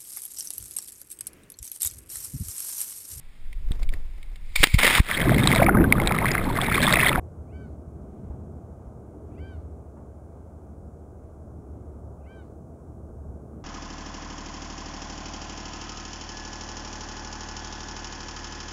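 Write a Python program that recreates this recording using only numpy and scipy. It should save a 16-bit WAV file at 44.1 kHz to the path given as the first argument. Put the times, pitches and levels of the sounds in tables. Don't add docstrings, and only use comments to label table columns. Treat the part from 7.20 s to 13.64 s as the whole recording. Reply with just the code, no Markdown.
import sys
import numpy as np
from scipy import signal
from scipy.fft import rfft, irfft, next_fast_len
from scipy.io import wavfile
from scipy.ndimage import uniform_filter1d, map_coordinates

SR = 44100
rng = np.random.default_rng(int(sys.argv[2]) if len(sys.argv) > 2 else 0)


def digitize_waveform(pressure):
    field = np.atleast_2d(pressure).T
    bounded = np.clip(field, -1, 1)
    quanta = np.round(bounded * 32767).astype(np.int16)
    wavfile.write(sys.argv[1], SR, quanta)


N = 284004

# frequency in Hz, relative level in dB.
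HISS_COLOUR = [(1000, -13), (4600, -10), (5300, -4.5), (6400, 0), (9700, -.5), (10600, -4.5), (12200, -9),
               (15700, -9.3)]
WATER_COLOUR = [(500, -20), (1500, -2.5), (2100, 2.5), (2450, -1), (2750, -9.5), (3300, -11), (4200, -34),
                (9000, -42)]
FIZZ_COLOUR = [(1800, -25), (2600, -1), (3200, 1), (3700, -2.5), (6000, -11), (15000, -37)]
EXHAUST_COLOUR = [(20, -48), (30, -19), (40, -10), (55, 0.5), (80, -4), (95, -3.5), (115, 1.5), (140, -3.5),
                  (220, -3.5), (300, -10), (430, -16), (520, -24.5), (800, -42.5), (2000, -91)]
CHURN_COLOUR = [(150, -27.5), (270, -3.5), (350, -2.5), (440, -4.5), (560, -20.5), (1500, -73)]
FAN_COLOUR = [(150, -31), (400, -1), (520, -2), (650, 0.5), (800, -6.5), (1000, -13), (1180, -13),
              (1400, -18.5), (1590, -22), (1750, -36), (2500, -64), (5000, -80)]
KNOCK_COLOUR = [(100, -12), (250, 5.5), (600, -3), (900, 1.0), (1400, -12.5), (1800, -23.5),
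                (4000, -46), (9000, -72)]
RASP_COLOUR = [(1200, -25), (1700, 2), (2300, 0), (2800, -6), (3300, -12), (4200, -4), (4900, -9),
               (8000, -30), (15000, -50)]
# crest time, rise and fall in seconds, level in dB.
SHORE_RIPPLES = [(.98, 0.14, .42, -83.5), (2.45, 0.5, 0.14, -82), (3.13, .14, .14, -86),
                 (4.05, .15, .15, -88), (4.55, .12, .18, -86), (6.42, 0.11, .2, -83.5)]
# time in seconds, relative level in dB.
EXHAUST_RIDE = [(0.0, -45), (0.56, -41.5), (1.26, -41), (1.68, -45.5), (2.38, -43), (2.94, -45.5),
                (5.6, -45), (5.88, -42.3), (6.42, -42.5)]
CHURN_RIDE = [(0.0, -48.5), (1.4, -48.5), (1.54, -50.0), (1.96, -45), (2.94, -50.5), (3.36, -50.5),
              (4.76, -47.5), (5.04, -52.5), (5.18, -47), (5.6, -49), (6.42, -46.5)]
FAN_RIDE = [(0.0, -52.5), (0.98, -51.5), (1.12, -52), (1.68, -51), (4.06, -53), (5.18, -51), (5.46, -53.5),
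            (6.42, -51.5)]
DIESEL_RIDE = [(0.0, -39.5), (0.7, -40), (0.98, -45.5), (1.26, -40), (1.82, -43.5), (2.38, -37.5),
               (2.66, -43.0), (3.22, -44), (4.2, -41), (5.32, -41.5), (5.6, -45.5), (5.88, -42),
               (6.42, -44.5)]
# frequency in Hz, base level in dB.
DIESEL_TONES = [(35.3, -63), (70.55, -48), (76.6, -55), (83.5, -49.5), (105.8, -55.5), (152.8, -61),
                (176.2, -66.5)]
# start in seconds, boom level in dB, knock level in dB.
THUD_HITS = [(1.098, -24, -48), (1.671, -29.5, -68), (2.763, -54, -47), (5.910, -29, -65),
             (6.083, -27.5, -69)]
# frequency in Hz, gain in dB.
THROAT_OPEN = [(780, -39), (1250, -12), (1520, -5), (1780, -4), (2080, 0.5), (2320, -1), (2750, -1),
               (3100, -5.5), (3500, -22), (3850, -40), (4600, -13.5), (5400, -20), (6200, -30), (8000, -51)]
THROAT_SHUT = [(780, -12), (1250, -1), (1520, 0.5), (1800, -2), (2250, -15), (3050, -15.5), (3400, -15.5),
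               (3800, -19), (4400, -22), (5400, -33), (6200, -21), (8000, -49)]
# end in seconds, length in seconds, base level in dB.
GULL_SQUEAKS = [(2.159, 0.053, -75), (5.038, 0.041, -81)]
# start and length of the full voice in seconds, top pitch in Hz, share of pitch
# lost by the end, base level in dB, opening beak position from 0 (wide) to 1 (shut), EQ at 3, 3.8 and
# 4.5 kHz in dB, lengths of the lead-in and of its low-register end in seconds, lead-in offset in dB.
CRIES = [(0.33, 0.16, 767, 0.078, -59, .1, -4.5, -5, -3.5, 0.069, 0.0082, -7),
         (2.199, 0.18, 783.4, .138, -58.5, .1, 3.5, 0, 1.5, .055, 0.023, -3),
         (5.075, 0.17, 785, .125, -58.5, 0.24, 0.5, 2.5, -6.5, .045, 0.014, -5.5)]

BREAK_HZ, SLIDE_HZ_PER_S, LEAD_DB_PER_S = 717, 3200, 186
ARCH_TOP, BEAK_SHUT_AT = .38, 0.79
ATTACK_S, ATTACK_DB, RELEASE_S, RELEASE_DB, EDGE_S = .03, 5.5, 0.045, 13.5, 0.0093
BLOOM_DB, BLOOM_S = 4.5, 0.053


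def amp(db):
    return 10 ** (np.asarray(db) / 20)


def unit(x):
    return x / np.sqrt(np.mean(x ** 2) + 1e-20)


def along(points, hz):
    freqs, values = np.transpose(points)
    return np.interp(np.log(hz + 1), np.log(freqs + 1), values)


def wobble(rate, size=N):
    knots = rng.standard_normal(int(N * rate / SR) + 4)
    return map_coordinates(knots, [np.arange(size) * rate / SR])


def swing(ride):
    db = np.interp(np.arange(N) / SR, *np.transpose(ride))
    return db - db.mean()


def filtered(x, response):
    size = next_fast_len(N + SR // 2)
    return irfft(rfft(x, size) * response(np.fft.rfftfreq(size, 1 / SR)), size)[:N]


def noise(colour):
    return unit(filtered(rng.standard_normal(N), lambda hz: amp(along(colour, hz))))


def add(out, start_s, x):
    i = round(start_s * SR)
    out[i:i + len(x)] += x[:N - i]


def wash(calm_db=-83.7, ebb_db_per_s=0.58, lapping_db=1, fizz_db=-10.0, fizz_growth=0.82):
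    t = np.arange(N) / SR
    power = amp(calm_db - ebb_db_per_s * t) ** 2
    for crest_s, rise_s, fall_s, db in SHORE_RIPPLES:
        width_s = np.where(t < crest_s, rise_s, fall_s)
        power += amp(db) ** 2 * np.exp(-((t - crest_s) / width_s) ** 2)
    level_db = 10 * np.log10(power) + lapping_db * wobble(12)
    fizz = amp(fizz_db + fizz_growth * (level_db - calm_db)) * noise(FIZZ_COLOUR)
    return amp(level_db) * (noise(WATER_COLOUR) + fizz)


def machinery(exhaust_db=-46.0, churn_db=-53.5, fan_db=-53.5, exhaust_depth=1.07, churn_depth=1.6):
    swell_db = exhaust_depth * swing(EXHAUST_RIDE) + wobble(8)
    exhaust = amp(exhaust_db + swell_db) * noise(EXHAUST_COLOUR)
    churn = amp(churn_db + churn_depth * swing(CHURN_RIDE)) * noise(CHURN_COLOUR)
    fans = amp(fan_db + swing(FAN_RIDE)) * noise(FAN_COLOUR)
    return exhaust + churn + fans


def diesels(drift_rad=0.49, fading_db=2.1, trim_db=-0.22, ride_depth=1.25):
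    t = np.arange(N) / SR
    carry_db = trim_db + ride_depth * swing(DIESEL_RIDE)
    throb = np.zeros(N)
    for hz, db in DIESEL_TONES:
        gain = np.sqrt(2) * amp(db + carry_db + fading_db * wobble(2.505))
        phase = 2 * np.pi * hz * t + drift_rad * wobble(2.036) + rng.uniform(0, 2 * np.pi)
        throb += gain * np.sin(phase)
    return throb


def thuds(boom_hz=68, boom_t60=0.12, knock_t60=0.28, rise_s=0.0052):
    out = np.zeros(N)
    hollow = noise(KNOCK_COLOUR)
    for start_s, boom_db, knock_db in THUD_HITS:
        t = np.maximum(np.arange(N) / SR - start_s, 0)
        boom = -np.sqrt(2) * np.sin(2 * np.pi * boom_hz * t) * amp(boom_db - 60 * t / boom_t60)
        knock = hollow * amp(knock_db - 60 * t / knock_t60)
        out += (1 - np.exp(-t / rise_s)) * (boom + knock)
    return out


def syrinx(pitch, level_db, closing, high, treble_db, colour,
           jitter=0.004, flutter_db=1.5, rasp_db=-18.5, slack_hz=740, slack_width_hz=30, thin_db=-17):
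    n = len(pitch)
    t = np.arange(n) / SR
    rough = 1 + np.clip((slack_hz - pitch) / slack_width_hz, 0, 2)
    pitch = pitch * (1 + jitter * rough * wobble(300, size=n))
    phase = 2 * np.pi * np.cumsum(pitch) / SR
    skirt = signal.butter(2, 300, fs=SR, output="sos")
    voice = np.zeros(n)
    for k in range(1, 11):
        hz = k * pitch
        throat_db = (1 - closing) * along(THROAT_OPEN, hz) + closing * along(THROAT_SHUT, hz)
        throat_db += k % 2 * thin_db * high
        throat_db += along(colour, hz) + treble_db * (k > 3)
        rasp = amp(rasp_db) * rough * unit(signal.sosfilt(skirt, rng.standard_normal(SR)))[:n]
        gain = amp(throat_db + flutter_db * wobble(46.6, size=n))
        voice += gain * (1 + rasp) * np.sin(k * phase + rng.uniform(0, 2 * np.pi))
    fades = np.clip(np.minimum(t, t[-1] - t) / EDGE_S, 0, 1)
    return np.sqrt(2) * voice * amp(level_db) * fades


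def squeak(length_s, db):
    t = np.arange(-length_s, 0, 1 / SR)
    pitch = BREAK_HZ + SLIDE_HZ_PER_S * t
    return syrinx(pitch, db, closing=0, high=0.78, treble_db=-4, colour=[(3000, 3), (4400, -8)])


def cry(length_s, top_hz, drop, db, beak_start, mid_db, upper_db, edge_db, lead_s, low_s, lead_db):
    t = np.arange(-lead_s, length_s, 1 / SR)
    progress = t / length_s
    arch = top_hz * (1 - drop * ((progress - ARCH_TOP) / (1 - ARCH_TOP)) ** 2)
    pitch = np.where(t < 0, BREAK_HZ + SLIDE_HZ_PER_S * t, arch)
    swell_db = np.interp(t, [0, ATTACK_S, length_s - RELEASE_S, length_s],
                         [-ATTACK_DB, 0, 0, -RELEASE_DB])
    level_db = db + np.where(t < 0, lead_db + LEAD_DB_PER_S * t, swell_db)
    closing = np.clip(beak_start + (1 - beak_start) * progress / BEAK_SHUT_AT, 0, 1)
    high = np.clip((-low_s - t) / EDGE_S + .5, 0, 1)
    treble_db = np.interp(t, [0, BLOOM_S], [-BLOOM_DB, 0])
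    colour = [(2400, 0.5), (2950, mid_db), (3200, mid_db), (3750, upper_db),
              (4350, edge_db), (4750, edge_db), (5400, -4.0)]
    pitch, level_db = uniform_filter1d([pitch, level_db], size=200)
    return syrinx(pitch, level_db, closing, high, treble_db, colour)


def gull(echo_db=-19, t60=0.38, rasp_s=0.047, rasp_db=-79):
    voice, rasp_gate = np.zeros(N), np.zeros(N)
    for start_s, length_s, *tone, lead_s, low_s, lead_db in CRIES:
        add(voice, start_s - lead_s, cry(length_s, *tone, lead_s, low_s, lead_db))
        rasp_gate += np.exp(-.5 * ((np.arange(N) / SR - start_s - length_s) / rasp_s) ** 2)
    for end_s, length_s, db in GULL_SQUEAKS:
        add(voice, end_s - length_s, squeak(length_s, db))
    direct = voice + amp(rasp_db) * rasp_gate * noise(RASP_COLOUR)
    t = np.arange(SR // 2) / SR
    tail = rng.standard_normal(len(t)) * amp(-60 * t / t60) * (1 - np.exp(-t / .02))
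    echo = signal.fftconvolve(direct, tail / np.linalg.norm(tail))[:N]
    return direct + amp(echo_db) * echo


def scene():
    return (gull() + diesels() + machinery() + thuds() + wash())[None]


def record(dry, hiss_db=-76.0, low_cut_hz=30, top_hz=15760):
    sound = dry[0] + amp(hiss_db) * noise(HISS_COLOUR)
    sound *= signal.windows.tukey(N, .002)
    return filtered(sound, lambda hz: (hz < top_hz) * hz ** 4 / np.hypot(hz ** 4, low_cut_hz ** 4))[None]


dry = scene()
out = record(dry)
digitize_waveform(out)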